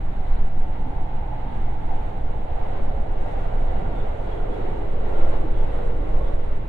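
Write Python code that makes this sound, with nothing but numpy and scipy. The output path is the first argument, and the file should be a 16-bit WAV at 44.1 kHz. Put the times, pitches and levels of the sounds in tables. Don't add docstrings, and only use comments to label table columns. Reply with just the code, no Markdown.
import sys
import numpy as np
from scipy import signal
from scipy.fft import rfft, irfft, next_fast_len
from scipy.io import wavfile
from scipy.ndimage import uniform_filter1d

SR = 44100
rng = np.random.default_rng(int(sys.argv[2]) if len(sys.argv) > 2 else 0)


def bounce(signal):
    frames = np.transpose(np.atleast_2d(signal))
    limited = np.clip(frames, -1, 1)
    pcm = np.round(limited * 32767).astype(np.int16)
    wavfile.write(sys.argv[1], SR, pcm)


N = 294588
TIME_S = np.arange(N) / SR
FFT_SIZE = next_fast_len(N, True)
FREQ_HZ = np.maximum(np.arange(FFT_SIZE // 2 + 1) * SR / FFT_SIZE, 0.1)


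# time_s, long_hz, short_hz
RIPPLE_RATES = [(.55, 503, 766), (1.2, 538, 836), (2, 476, 813), (2.8, 570, 743), (3.3, 600, 777),
                (3.7, 590, 710), (4.2, 565, 725), (4.55, 423, 710), (5.3, 436, 795), (5.75, 508, 780),
                (6.05, 460, 790), (6.35, 520, 766)]
# pitch_hz, width_hz, gain_db
ROAR_MODES = [(224, 35, -1.5), (338, 75, 0.5), (419, 58, 1), (489, 65, -2.5), (548, 171, -1)]
# pitch_hz, width_hz, gain_db
HOWL_MODES = [(709, 93, 2), (765.6, 68, -0.2), (856, 89, 0.5)]
# pitch_hz, width_hz, gain_db
SLEEPER_MODES = [(1118, 140, -3.5), (1335, 38, -8.5)]

def rippled_rail(long_db, short_db, ring_offset_db=-20.5):
    long_hz, short_hz = curves(RIPPLE_RATES)
    roar = excite(ROAR_MODES, long_hz, spread_octaves=0.55, waver_db=1.66)
    roar = set_level(roar, long_db, band_hz=(300, 600), window_s=0.08)
    howl = excite(HOWL_MODES, short_hz, spread_octaves=0.12, waver_db=1.0)
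    howl = set_level(howl, short_db, band_hz=(650, 920), window_s=0.19)
    ring = cabin_noise(resonances(SLEEPER_MODES))
    return roar + howl + set_level(ring, long_db + ring_offset_db, band_hz=(950, 1500))


# freq_hz, density_db
ROLLING_SPECTRUM = [(200, 0), (600, 6.5), (900, 8.5), (1020, 2.5), (1250, -3), (1550, -2.5), (1800, -6.5),
                    (2150, -8), (2450, -11.5), (3200, -14), (4000, -18.5), (4500, -26.5), (5100, -37.5),
                    (7000, -60)]
# pitch_hz, width_hz, gain_db
WHEEL_MODES = [(1372, 61, -2.5), (2003, 360, -5.5), (2840, 330, -14.5), (3780, 350, -21.5)]

def rolling_rush(level_db, flutter_db=0.6):
    rush = cabin_noise(np.hypot(colour(ROLLING_SPECTRUM), resonances(WHEEL_MODES)))
    return set_level(rush, level_db, band_hz=(1000, 4000)) * undb(flutter_db * wander(25))


# freq_hz, density_db
SHUDDER_SPECTRUM = [(3, -15), (10, -.2), (14, -7.5), (18, -5), (29, -15), (38, -15.5), (48, -21.5),
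                    (55, -20.5), (70, -30), (110, -52)]
# freq_hz, density_db
BOOM_SPECTRUM = [(40, -20), (66, 1), (82, 2), (97, -1.5), (120, -1.5), (165, -8), (205, -11.5),
                 (245, -15.5), (290, -13), (420, -25.5), (700, -44)]
# start_s, length_s, shudder_rise_db, boom_rise_db
LURCHES = [(.15, 0.2, 0, 0.5), (2.98, 0.14, 6.5, -2), (3.7, 0.25, 4, 2.5), (5.45, 0.32, 2, 2),
           (5.85, 0.43, 6, 0.5)]

def car_body(shudder_db=-31.5, boom_db=-36, wheel_turn_hz=6.1, throb_db=0.6):
    shudder_rise_db, boom_rise_db = swells(LURCHES, attack_s=0.44, release_s=0.16)
    shudder = cabin_noise(colour(SHUDDER_SPECTRUM), spacing_m=0.42)
    shudder = set_level(shudder, shudder_db + shudder_rise_db, band_hz=(25, 60), window_s=0.14)
    turns = wheel_turn_hz * TIME_S + 0.2 * wander(4.5)
    throb = undb(throb_db * np.sin(2 * np.pi * turns))
    boom = cabin_noise(colour(BOOM_SPECTRUM), spacing_m=0.29, direct_share=0.092) * throb
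    return shudder + set_level(boom, boom_db + boom_rise_db, band_hz=(60, 200), window_s=0.11)


# centre_s, half_length_s, pitch_hz, width_hz, peak_db
JOLTS = [(.8, 0.42, 273, 22, -47.5), (1.63, 0.13, 211, 39, -43), (2.98, 0.38, 235, 43, -43),
         (3.79, 0.066, 212, 20, -43), (5.17, 0.042, 403, 71, -40), (5.455, 0.062, 328, 50, -36.5),
         (5.85, 0.12, 481, 16, -34), (6.04, 0.11, 314, 63, -36.5), (6.24, 0.046, 538, 20, -39)]

def floor_drones():
    return ringing(JOLTS, chatter_db=4.5)


# centre_s, half_length_s, pitch_hz, width_hz, peak_db
BRIEF_TONES = [(.29, 0.26, 4070, 200, -71), (1.96, 0.12, 775, 32, -39), (2.62, 0.073, 740, 130, -38.5),
               (3.42, 0.14, 1430, 60, -58), (3.85, 0.94, 1410, 80, -54.5), (4.0, 0.053, 3540, 130, -58),
               (4.33, .08, 3300, 260, -58.5), (4.53, 0.043, 3340, 70, -58), (5.18, 0.046, 3400, 600, -64),
               (5.193, 0.15, 1374, 24, -46.5), (5.3, 0.099, 1030, 110, -44.5), (5.34, .17, 9050, 700, -77),
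               (5.615, 0.08, 3360, 300, -61), (5.87, 0.3, 8500, 1400, -76), (6.25, .2, 8400, 780, -83),
               (6.198, 0.18, 1060, 90, -48), (6.27, 0.035, 3400, 490, -57)]

def brief_tones():
    return ringing(BRIEF_TONES, chatter_db=3.5)


# freq_hz, density_db
CONTACT_SPECTRUM = [(2500, -12), (5000, -1.5), (7200, 0), (9000, -1.6), (10500, -6.5), (13000, -11.5),
                    (15800, -14)]

def contact_hiss(level_db, flicker_db=0.6, grit_db=1.0):
    hiss = set_level(cabin_noise(colour(CONTACT_SPECTRUM)), level_db, band_hz=(5000, 11000))
    return hiss * undb(flicker_db * wander(40) + grit_db * wander(300))


def background_hiss(level_db=-77.5):
    hiss = cabin_noise(colour([(5000, -3), (15800, -6)]))
    return hiss * undb(level_db) / hiss.std()


# freq_hz, left_minus_right_db
BALANCE = [(25, -1), (100, -1.7), (160, -1), (240, -8), (350, -2.5), (500, -1.5), (750, -4), (1100, -2.5),
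           (1500, -1.5), (2100, -1), (4000, -1), (4600, 4), (5300, -3), (7500, -0.5), (11000, 1.5)]

def cabin_noise(gain, spacing_m=0.313, direct_share=0.0, sound_speed_m_s=343):
    mid, side = rfft(rng.standard_normal((2, FFT_SIZE)))
    coherence = direct_share + (1 - direct_share) * np.sinc(2 * FREQ_HZ * spacing_m / sound_speed_m_s)
    mid, side = mid * np.sqrt(1 + coherence), side * np.sqrt(1 - coherence)
    freq_hz, balance_db = np.transpose(BALANCE)
    lean = undb(np.interp(np.log(FREQ_HZ), np.log(freq_hz), balance_db) / 2)
    ears = np.array([(mid + side) * lean, (mid - side) / lean])
    return irfft(gain * ears, FFT_SIZE)[:, :N]


def excite(modes, ripple_hz, spread_octaves, waver_db):
    out = 0
    for mode in modes:
        nearness = 1 / np.hypot(1, np.log2(mode[0] / ripple_hz) / spread_octaves)
        ring = cabin_noise(resonances([mode]), spacing_m=0.45)
        out = out + ring * nearness * undb(waver_db * wander(9))
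    return out


def ringing(events, chatter_db):
    out = np.zeros((2, N))
    for centre_s, half_length_s, pitch_hz, width_hz, peak_db in events:
        swell = np.exp(-2 * ((TIME_S - centre_s) / half_length_s) ** 2)
        ring = cabin_noise(resonances([(pitch_hz, width_hz, 0)]))
        ring = ring * swell * undb(chatter_db * wander(70))
        out += undb(peak_db) * ring * np.sqrt(np.mean(swell ** 2) / np.mean(ring ** 2))
    return out


def resonances(modes):
    power = 0
    for pitch_hz, width_hz, gain_db in modes:
        detuning = (FREQ_HZ - pitch_hz ** 2 / FREQ_HZ) / (1.255 * width_hz)
        power = power + (undb(gain_db) / (1 + detuning ** 2)) ** 2
    return np.sqrt(power)


def colour(points):
    freq_hz, density_db = np.transpose(points)
    rolloff = np.minimum(1, freq_hz[-1] / FREQ_HZ) ** 10
    return undb(np.interp(np.log(FREQ_HZ), np.log(freq_hz), density_db)) * rolloff


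def set_level(sound, level_db, band_hz, window_s=0.53):
    in_band = (FREQ_HZ > band_hz[0]) & (FREQ_HZ < band_hz[1])
    band = irfft(rfft(sound, FFT_SIZE) * in_band, FFT_SIZE)[:, :N]
    power = smooth((band ** 2).mean(0), int(SR * window_s))
    return sound * undb(level_db) / np.sqrt(power)


def swells(events, attack_s, release_s):
    out = 0
    for start_s, length_s, *rise_db in events:
        end_s = start_s + length_s
        attack = np.interp(TIME_S, [start_s - attack_s / 2, start_s + attack_s / 2], [0, 1])
        release = np.interp(TIME_S, [end_s - release_s / 2, end_s + release_s / 2], [1, 0])
        out = out + np.outer(rise_db, attack * release)
    return out


def wander(rate_hz):
    hold = int(SR / rate_hz)
    steps = np.repeat(rng.standard_normal(4096)[:N // hold + 1], hold)[:N]
    drift = smooth(steps, hold)
    return drift / drift.std()


def smooth(x, samples):
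    return uniform_filter1d(uniform_filter1d(x, samples), samples)


def curves(table):
    time_s, *columns = np.transpose(table)
    return [np.interp(TIME_S, time_s, column) for column in columns]


def undb(db):
    return 10 ** (np.asarray(db) / 20)


# time_s, long_db, short_db
RIPPLE_LEVELS = [(0, -45.5, -45), (.52, -46, -43), (1, -44, -39.5), (1.7, -44, -40.5), (2.35, -41.5, -41.5),
                 (3.3, -37.5, -40.5), (3.8, -40, -40.5), (4.25, -37.5, -43.5), (4.58, -33.5, -40),
                 (4.9, -35.5, -45), (5.25, -36.5, -45), (5.7, -37, -45.5), (6.3, -34.5, -49),
                 (6.68, -44, -57)]
# start_s, length_s, ripple_surge_db, rush_surge_db, hiss_surge_db
ROUGH_PATCHES = [(.27, 0.11, 0.5, 2.5, 2), (1.53, 0.068, -7, 3.3, 5), (1.88, 0.23, 3, 1.1, 2.5),
                 (2.58, .3, 4.5, 3, 3), (3.2, 0.36, 2, 3, 5), (3.58, 0.31, 7, 3, 3.5),
                 (3.95, 0.13, 7.5, 3.5, 4.5), (4.19, 0.21, 4, 3.5, 4), (4.51, 0.3, 1, 4, 3.5),
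                 (5.07, 0.35, 8.5, 5, 5.5), (5.56, 0.12, 6, 3.5, 5.5), (5.72, 0.14, 2, 5, 5.5),
                 (6.07, 0.3, -0.5, 1.5, 3)]

def scene(rush_db=-49.5, hiss_db=-75, long_share=0.48, short_share=0.29):
    long_db, short_db = curves(RIPPLE_LEVELS)
    wear_db = long_db - long_db.mean()
    ripple_surge_db, rush_surge_db, _ = swells(ROUGH_PATCHES, attack_s=0.22, release_s=0.17)
    *_, hiss_surge_db = swells(ROUGH_PATCHES, attack_s=0.05, release_s=0.2)
    body = car_body() + floor_drones()
    ripples = rippled_rail(long_db + long_share * ripple_surge_db,
                           short_db + short_share * ripple_surge_db)
    rush = rolling_rush(rush_db + 0.064 * wear_db + rush_surge_db)
    hiss = contact_hiss(hiss_db + 0.14 * wear_db + hiss_surge_db)
    return ripples + rush + body + brief_tones() + hiss + background_hiss()


def record(dry, fade_s=0.006, cutoff_hz=15700):
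    fade_in = np.sin(np.pi / 2 * np.minimum(TIME_S / fade_s, 1)) ** 2
    lowpass = signal.ellip(8, 0.05, 70, cutoff_hz, fs=SR, output="sos")
    return signal.sosfilt(lowpass, dry * fade_in)


dry = scene()
out = record(dry)
bounce(out)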